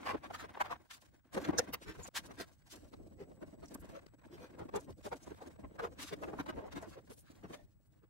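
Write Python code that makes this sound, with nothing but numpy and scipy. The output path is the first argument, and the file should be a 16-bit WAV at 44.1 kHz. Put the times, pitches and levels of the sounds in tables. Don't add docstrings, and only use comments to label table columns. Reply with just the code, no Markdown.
import sys
import numpy as np
from scipy import signal
from scipy.fft import rfft, irfft, next_fast_len
from scipy.io import wavfile
from scipy.ndimage import map_coordinates

SR = 44100
rng = np.random.default_rng(int(sys.argv[2]) if len(sys.argv) > 2 else 0)


def master(y):
    cut = np.clip(np.atleast_2d(y).T, -1, 1)
    pcm = np.round(cut * 32767)
    wavfile.write(sys.argv[1], SR, pcm.astype(np.int16))


N = 357077
TIME = np.arange(N) / SR

# time_s, press_db, rub_db, rustle_db
HAND_ACTIVITY = np.vstack([
    [(0, -61.5, -59, -73.5), (.74, -64.5, -58.5, -79), (.87, -84, -79, -87), (1.02, -73, -73, -73.5),
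     (1.29, -84, -81, -90)],
    [(1.35, -55, -59.5, -65), (1.54, -50, -56.5, -68), (1.76, -63.5, -67, -82), (2.02, -65.5, -63, -64.5),
     (2.42, -61.5, -64, -70.5), (2.59, -82.5, -82, -81.5), (2.78, -63.5, -66, -71),
     (3.02, -62.5, -82, -81.5), (3.56, -62, -77, -81.5), (3.87, -58, -60.5, -72), (4.1, -76, -78, -87),
     (4.42, -60.5, -66, -78.5), (4.95, -62.5, -75, -74), (5.22, -64.5, -65.5, -69), (5.72, -61, -74, -83.5),
     (6.2, -52, -64, -69.5), (6.74, -55.5, -65, -79.5), (7.2, -69, -78, -74), (7.52, -64.5, -69, -75),
     (7.68, -84.5, -94, -91), (8.1, -86, -88.5, -95.5)],
])
# freq_hz, relative_db
SWAY_SPECTRUM = [(20, -19), (35, -10), (58, -3), (85, -1), (120, -7.5), (170, -7.5), (260, -18)]
# freq_hz, relative_db
HISS_SPECTRUM = [(1500, -28), (2600, -6), (4000, -2.5), (6300, -2.5), (8500, -5.5), (12000, -9.5),
                 (15500, -16)]


def from_db(db):
    return 10 ** (np.asarray(db) / 20)


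def rms_one(x):
    return x / np.sqrt(np.mean(x ** 2) + 1e-30)


def in_time(rows):
    time_s, *columns = np.transpose(rows)
    return [np.interp(TIME, time_s, column) for column in columns]


def drift(rate_hz):
    knots = rng.standard_normal(4096)
    return rms_one(map_coordinates(knots, [TIME * rate_hz], order=2, mode="wrap"))


def colour(x, spectrum):
    freq_hz, level_db = np.transpose(spectrum)
    size = next_fast_len(N)
    octave = np.log2(np.maximum(np.arange(size // 2 + 1) * SR / size, 1))
    beyond_oct = np.abs(octave - np.clip(octave, np.log2(freq_hz[0]), np.log2(freq_hz[-1])))
    gain = from_db(np.interp(octave, np.log2(freq_hz), level_db) - 24 * beyond_oct)
    return rms_one(irfft(rfft(x, size) * gain, size)[:, :N])


def resonate(x, freq_hz, width_hz):
    radius = np.exp(-np.pi * width_hz / SR)
    zeros = np.array([1, 0, -1]) * (1 - radius ** 2) / 2
    poles = [1, -2 * radius * np.cos(2 * np.pi * freq_hz / SR), radius ** 2]
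    return signal.lfilter(zeros, poles, x + 1e-18)


def spot(x, ripple_db, spacing_hz):
    length = x.shape[-1]
    size = next_fast_len(length)
    freq_hz = np.arange(size // 2 + 1) * SR / size
    ripple = map_coordinates(rng.standard_normal(1024), [freq_hz / spacing_hz], order=2, mode="wrap")
    return irfft(rfft(x, size) * from_db(ripple_db * ripple), size)[:, :length]


def friction(slips_per_s, spread_db):
    likeness, lag_spread_s, lag_hold = 0.7, .0009, 2048
    slips = np.zeros((3, N))
    slipping = rng.random((3, N)) < slips_per_s / SR
    sizes = rng.standard_normal((3, N))[slipping]
    signs = rng.choice([-1, 1], (3, N))[slipping]
    slips[slipping] = signs * from_db(spread_db * np.clip(sizes, -2, 2))
    shared, left, right = slips
    lag = np.repeat(rng.normal(0, lag_spread_s * SR, N // lag_hold + 1), lag_hold)[:N].astype(int)
    shifted = shared[np.clip(np.arange(N) + lag, 0, N - 1)]
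    common, separate = np.array([shared, shifted]), np.array([left, right])
    return rms_one(np.sqrt(likeness) * common + np.sqrt(1 - likeness) * separate)


def around(mid_s):
    return slice(max(int((mid_s - .12) * SR), 0), min(int((mid_s + .12) * SR), N))


def stroke(x, mid_s, half_s, level_db, steepness=1.71, skew=0.016):
    age_s = TIME[around(mid_s)] - mid_s
    side_s = half_s * (1 + skew * np.sign(age_s))
    envelope = np.exp(-np.abs(age_s / side_s) ** steepness)
    return from_db(level_db) * rms_one(x * envelope) * np.sqrt(np.mean(envelope ** 2))


def workshop(air_db=-69.5, early_db=-7.5, waver_db=0.5):
    whine_hz, overtone_hz, overtone_db = 7850, 15699, -88
    # freq_hz, relative_db
    air_spectrum = [(25, -17.5), (60, -1), (120, 0.5), (250, -17.5), (500, -29.5), (1000, -30.5),
                    (1700, -33.5), (3000, -44.5), (8000, -46.5), (15500, -43.5)]
    # time_s, level_db
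    whine_curve = [(0, -104), (2.4, -98.5), (2.7, -88.5), (3.6, -85), (4.1, -89), (5.6, -86.5), (6.1, -95),
                   (8.1, -99)]
    level_db = air_db + early_db * np.clip(2.5 - TIME, 0, 1)
    air = from_db(level_db) * colour(rng.standard_normal((2, N)), air_spectrum)
    whine_db = in_time(whine_curve)[0] + waver_db * drift(rate_hz=9)
    whine = from_db(whine_db) * np.sin(2 * np.pi * whine_hz * TIME)
    overtone = from_db(overtone_db) * np.sin(2 * np.pi * overtone_hz * TIME)
    return air + np.sqrt(2) * (whine + overtone)


def sway(unsteady_db=3.5, lean_trim_db=6.5):
    middling_db, middling_press_db, press_share, lean_half_s = -65.5, -65.5, 0.62, .028
    # mid_s, level_db
    leans = [(.125, -63), (.44, -64), (1.89, -56), (2.0, -57), (3.9, -61), (4.62, -58.5), (4.92, -58.5),
             (5.66, -56.5), (7.639, -64)]
    press_db = in_time(HAND_ACTIVITY)[0]
    level_db = middling_db + press_share * (press_db - middling_press_db) + unsteady_db * drift(rate_hz=22)
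    out = from_db(level_db) * colour(rng.standard_normal((2, N)), SWAY_SPECTRUM)
    heave = colour(rng.standard_normal((2, N)), SWAY_SPECTRUM)
    for mid_s, lean_db in leans:
        at = around(mid_s)
        out[:, at] += stroke(heave[:, at], mid_s, lean_half_s, lean_db + lean_trim_db)
    return out


def handling(grip_db=4.5, flicker_db=3.5, press_trim_db=-1.0, rub_trim_db=-3.5, rustle_trim_db=-2.5):
    # freq_hz, relative_db
    press_spectrum = [(110, -21.5), (190, -4), (310, 3.5), (450, -5), (650, -5), (1000, -24.5)]
    # freq_hz, relative_db
    rub_spectrum = [(450, -17.5), (800, 4), (1300, 0), (1750, -1), (2400, -9), (3800, -16.5)]
    press_db, rub_db, rustle_db = in_time(HAND_ACTIVITY)
    bands = [(press_db + press_trim_db, press_spectrum),
             (rub_db + rub_trim_db, rub_spectrum),
             (rustle_db + rustle_trim_db, HISS_SPECTRUM)]
    grip = grip_db * drift(rate_hz=42)
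    out = np.zeros((2, N))
    for level_db, spectrum in bands:
        grain = spot(friction(slips_per_s=2200, spread_db=4), ripple_db=2, spacing_hz=90)
        flicker = flicker_db * drift(rate_hz=67)
        out += from_db(level_db + grip + flicker) * colour(grain, spectrum)
    return out


def panel_ring(waver_db=5.5, mode_width_hz=45, trim_db=0.5):
    # start_s, level_db
    releases = [(1.595, -50), (7.535, -54)]
    # freq_hz, relative_db, t60_s
    panel_modes = [(590, 3, 0.22), (1802, -10.5, 0.25), (3485, -17.5, 0.15)]
    out, noise = np.zeros((2, N)), rng.standard_normal((2, N))
    for freq_hz, mode_db, t60_s in panel_modes:
        waver = waver_db * drift(rate_hz=37)
        for start_s, level_db in releases:
            at = slice(int(start_s * SR), int(start_s * SR) + SR // 4)
            age_s = TIME[at] - start_s
            rise = np.minimum(age_s / .005, 1)
            ring = rms_one(resonate(noise[:, at], freq_hz, mode_width_hz))
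            ring_db = level_db + trim_db + mode_db + waver[at] - 60 * age_s / t60_s
            out[:, at] += rise * from_db(ring_db) * ring
    return out


def swishes():
    # mid_s, half_s, brush_db, hiss_db
    slides = [(0.913, 0.0086, -51, -57), (0.941, 0.019, -61, -57), (1.059, 0.0078, -71, -75),
              (1.832, 0.017, -59.5, -61), (2.171, 0.018, -39.5, -41), (2.725, 0.02, -63.5, -54),
              (5.058, 0.018, -59, -56.5), (6.001, 0.014, -51, -55.5), (6.029, 0.017, -51.5, -48),
              (6.084, 0.023, -55, -53.5), (6.728, 0.011, -53.5, -62), (6.9, 0.018, -80, -64.5),
              (7.135, 0.008, -94, -64)]
    # freq_hz, relative_db
    brush_spectrum = [(400, -21), (700, -9.5), (1100, -0.5), (1700, 0.5), (2400, -7), (3600, -7.5)]
    out, fibres = np.zeros((2, N)), friction(slips_per_s=14000, spread_db=2.5)
    brush, hiss = colour(fibres, brush_spectrum), colour(fibres, HISS_SPECTRUM)
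    for mid_s, half_s, brush_db, hiss_db in slides:
        at = around(mid_s)
        out[:, at] += stroke(brush[:, at], mid_s, half_s, brush_db)
        out[:, at] += stroke(hiss[:, at], mid_s, half_s, hiss_db)
    return out


def terminals():
    # mid_s, half_s, level_db
    rap = (1.589, 0.0068, -26.5)
    # freq_hz, width_hz, relative_db
    rap_modes = [(1690, 70, 2.5), (3730, 49, -8.5), (4330, 120, -3), (5330, 90, 2.5), (5974, 83, -2),
                 (6060, 100, -4.5), (6120, 110, 6), (6810, 100, -16)]
    # mid_s, half_s, level_db, freq_hz, width_hz
    clinks = [(1.348, 0.005, -54, 2900, 2480), (1.739, 0.0077, -40, 14000, 2530),
              (2.044, 0.014, -50, 6970, 160), (2.941, 0.0056, -63.5, 4200, 400),
              (3.659, 0.0064, -61.5, 6040, 1010), (3.687, 0.0064, -61.5, 5500, 1200),
              (3.747, 0.0052, -47.5, 9000, 7000), (3.808, 0.011, -63.5, 11500, 6000),
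              (4.763, 0.0078, -48.5, 7100, 2450), (4.808, 0.01, -60.5, 7360, 2500),
              (5.238, 0.012, -61, 6400, 1210), (6.825, 0.012, -62, 7200, 2620),
              (7.123, 0.019, -62.5, 9600, 2000), (7.192, 0.023, -61.5, 10000, 3500),
              (7.868, 0.013, -81.5, 8820, 6020)]
    out, chatter = np.zeros((2, N)), friction(slips_per_s=1500, spread_db=2)
    mid_s, half_s, level_db = rap
    at = around(mid_s)
    ring = 0
    for freq_hz, width_hz, mode_db in rap_modes:
        ring = ring + from_db(mode_db) * rms_one(resonate(chatter[:, at], freq_hz, width_hz))
    out[:, at] += stroke(ring, mid_s, half_s, level_db)
    for mid_s, half_s, level_db, freq_hz, width_hz in clinks:
        at = around(mid_s)
        clink = resonate(chatter[:, at], freq_hz, width_hz)
        out[:, at] += stroke(clink, mid_s, half_s, level_db)
    return out


def fidgets(count=70):
    typical_half_s, typical_thud_hz, offset_db, spread_db = 0.0074, 414, 2.5, 3.5
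    chance, size = rng.random(count), rng.standard_normal((count, 5))
    mid_s = (np.arange(count) + chance) / count * TIME[-1]
    knots_s, press_db, rub_db, rustle_db = np.transpose(HAND_ACTIVITY)

    def slip_db(activity_db, own_size):
        spread = spread_db * (size[:, 0] + own_size) / np.sqrt(2)
        return np.interp(mid_s, knots_s, activity_db) + offset_db + spread

    half_s = typical_half_s * np.exp(0.27 * size[:, 3])
    thud_hz = typical_thud_hz * np.exp(.25 * size[:, 4])
    return np.column_stack([mid_s, half_s, slip_db(press_db, size[:, 1]), thud_hz,
                            slip_db(rub_db, size[:, 2]), slip_db(rustle_db, size[:, 2])])


def swing(at, freq_hz, port_spread_rad=0.43):
    phase = rng.uniform(0, 2 * np.pi) + rng.normal(0, port_spread_rad, (2, 1))
    return np.sqrt(2) * np.sin(2 * np.pi * freq_hz * TIME[at] + phase)


def nudges(rows, thud_rel_width=0.89, rub_rel_width=1.0, rub_trim_db=-2.0, firm_db=-30.5,
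           thump_hz=195, thump_width_hz=85, thump_db=-14.0, heave_db=-20.5):
    scratchy_rub_hz, rub_db_per_octave = 1280, 31
    # freq_hz, relative_db
    scratch_spectrum = [(1600, 1.5), (2600, 0), (4000, -2), (6300, -7), (8500, -12), (12000, -16.5),
                        (15500, -17)]
    out = np.zeros((2, N))
    pushes, slips = friction(slips_per_s=1300, spread_db=2), friction(slips_per_s=1200, spread_db=4.5)
    slips = signal.sosfilt(signal.butter(2, 3400, fs=SR, output="sos"), slips)
    scratch = colour(friction(slips_per_s=1400, spread_db=2), scratch_spectrum)
    thump = resonate(resonate(pushes, thump_hz, thump_width_hz), thump_hz, thump_width_hz)
    heave = colour(rng.standard_normal((2, N)), SWAY_SPECTRUM)
    for mid_s, half_s, thud_db, thud_hz, rub_db, scratch_db in rows:
        at = around(mid_s)
        rub_hz = scratchy_rub_hz * 2 ** (min(scratch_db - rub_db, 0) / rub_db_per_octave)
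        thud, rub = pushes[:, at], slips[:, at]
        for _ in range(2):
            thud = resonate(thud, thud_hz, thud_rel_width * thud_hz)
            rub = resonate(rub, rub_hz, rub_rel_width * rub_hz)
        thud = rms_one(spot(thud, ripple_db=4.5, spacing_hz=55))
        thud = thud + from_db(thud_db - firm_db) * swing(at, thud_hz)
        rub = spot(rub, ripple_db=4.2, spacing_hz=75)
        grit = spot(scratch[:, at], ripple_db=4.5, spacing_hz=140)
        give = 2 * thump_hz / thud_hz
        out[:, at] += stroke(heave[:, at], mid_s, 2 * half_s, thud_db + heave_db)
        out[:, at] += stroke(thump[:, at], mid_s, half_s, thud_db + thump_db) * give
        out[:, at] += stroke(thud, mid_s, half_s, thud_db)
        out[:, at] += stroke(rub, mid_s, half_s, rub_db + rub_trim_db)
        out[:, at] += stroke(grit, mid_s, half_s, scratch_db)
    return out


def cavity(x, t60_s=0.23, wet_db=-24.5, dull_hz=2000):
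    age_s = TIME[:SR // 3]
    lowpass = signal.butter(1, dull_hz, fs=SR, output="sos")
    tail = signal.sosfilt(lowpass, rng.standard_normal((2, len(age_s))))
    decay = from_db(-60 * age_s / t60_s)
    echo = tail * decay / np.sqrt(np.sum(decay ** 2))
    return x + from_db(wet_db) * signal.fftconvolve(x, echo, axes=1)[:, :N]


def scene():
    # mid_s, half_s, thud_db, thud_hz, rub_db, scratch_db
    shoves = [ (.067, 0.01, -52, 640, -39.5, -51), (.1, 0.023, -43.5, 500, -34.5, -48),
              (.148, 0.012, -36.5, 400, -34, -83.5), (.245, 0.011, -49.5, 530, -69, -61.5),
              (.309, 0.0074, -43.5, 560, -47.5, -65), (.349, 0.014, -59, 645, -44, -51.5),
              (.405, 0.02, -67, 540, -48, -54.5), (.446, 0.011, -48, 560, -56, -65),
              (.575, 0.0068, -50, 530, -42.5, -66), (.613, 0.0096, -52, 550, -26.5, -45),
              (.66, 0.015, -49, 650, -47, -59), (.721, 0.017, -39.5, 700, -41, -54),
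              (1.351, 0.0067, -61, 375, -47, -50), (1.378, 0.011, -32, 382.5, -41.5, -52),
              (1.451, 0.012, -47, 303, -42, -48.5), (1.494, 0.0093, -27, 300, -41, -75),
              (1.54, 0.017, -41, 289, -41.5, -65), (1.595, 0.0076, -28.5, 486, -39, -41.5),
              (1.743, 0.01, -44, 555, -41, -42), (1.897, 0.027, -48, 300, -50, -54.5),
              (2.0, 0.014, -49.5, 330, -66, -68), (2.086, 0.0049, -49, 409, -59, -73),
              (2.305, 0.029, -51.5, 313, -63, -76), (2.409, .02, -44, 312, -47, -46.5),
              (2.941, 0.0057, -53, 554, -60, -75), (3.013, 0.015, -57, 257, -70.5, -94),
              (3.215, 0.025, -46.5, 290, -66, -67), (3.429, 0.017, -52, 425, -62, -88),
              (3.641, 0.015, -52, 384, -61, -69), (3.756, 0.0061, -44.5, 251, -47.5, -74),
              (3.961, 0.022, -47, 503, -59, -63), (4.066, 0.0038, -53, 273, -62, -61.5),
              (4.343, 0.024, -51.5, 288, -65, -64.5), (4.436, 0.032, -53.5, 371, -69, -62.5),
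              (4.61, 0.027, -45.5, 334, -51, -75), (4.693, 0.0076, -61, 335, -51, -73),
              (4.744, 0.0055, -38, 328, -48, -73), (4.764, 0.021, -35, 406, -42.5, -55.5),
              (4.891, 0.018, -48.5, 233, -59.5, -84), (5.069, 0.014, -41.5, 418, -49.5, -68),
              (5.131, .012, -43.5, 380, -36.5, -59), (5.277, 0.01, -45.5, 294, -68, -84),
              (5.319, 0.012, -44.5, 301, -70, -71), (5.426, 0.016, -48, 539, -71, -66.5),
              (5.647, 0.013, -48.5, 282, -49, -83), (5.799, 0.01, -41.5, 456, -38, -57.5),
              (5.845, 0.02, -37.5, 466, -38.5, -55.5), (6.134, 0.011, -39, 406, -48, -50.5),
              (6.238, 0.011, -45, 481, -40, -60), (6.29, .021, -46, 396, -49, -84),
              (6.339, .012, -42.5, 325, -45, -73), (6.403, .012, -36.5, 294, -38, -52),
              (6.466, 0.0068, -52, 395, -47, -59.5), (6.496, 0.014, -39, 336, -41, -53),
              (6.588, 0.019, -42, 469, -70, -71), (6.65, 0.028, -47.5, 420, -60, -88),
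              (6.773, .017, -41.5, 293, -46.5, -54.5), (6.836, .028, -50.5, 556, -55.5, -70.5),
              (6.935, 0.019, -66, 400, -58.5, -62.5), (6.978, .018, -50, 458, -58.5, -84),
              (7.115, 0.017, -54.5, 414, -62.5, -65), (7.29, 0.039, -87, 400, -67.5, -71),
              (7.45, 0.016, -48, 270, -53.5, -71), (7.506, 0.0077, -47.5, 330, -59, -90),
              (7.542, 0.014, -49.5, 440, -53.5, -54), (8.04, 0.013, -63, 276, -72.5, -83)]
    # time_s, gain_db
    lull = [(2.089, 0.5), (2.093, -28), (2.132, -19), (2.15, 0)]
    in_hollow = nudges(np.vstack([shoves, fidgets()])) + swishes() + terminals()
    touches = cavity(in_hollow) + panel_ring() + handling()
    pan_gain = from_db([[.4], [-.4]])
    lull_gain = from_db(in_time(lull)[0])
    return (touches * pan_gain + sway()) * lull_gain + workshop()


def record(dry):
    return signal.sosfilt(signal.ellip(12, .2, 80, 15900, fs=SR, output="sos"), dry)


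dry = scene()
out = record(dry)
master(out)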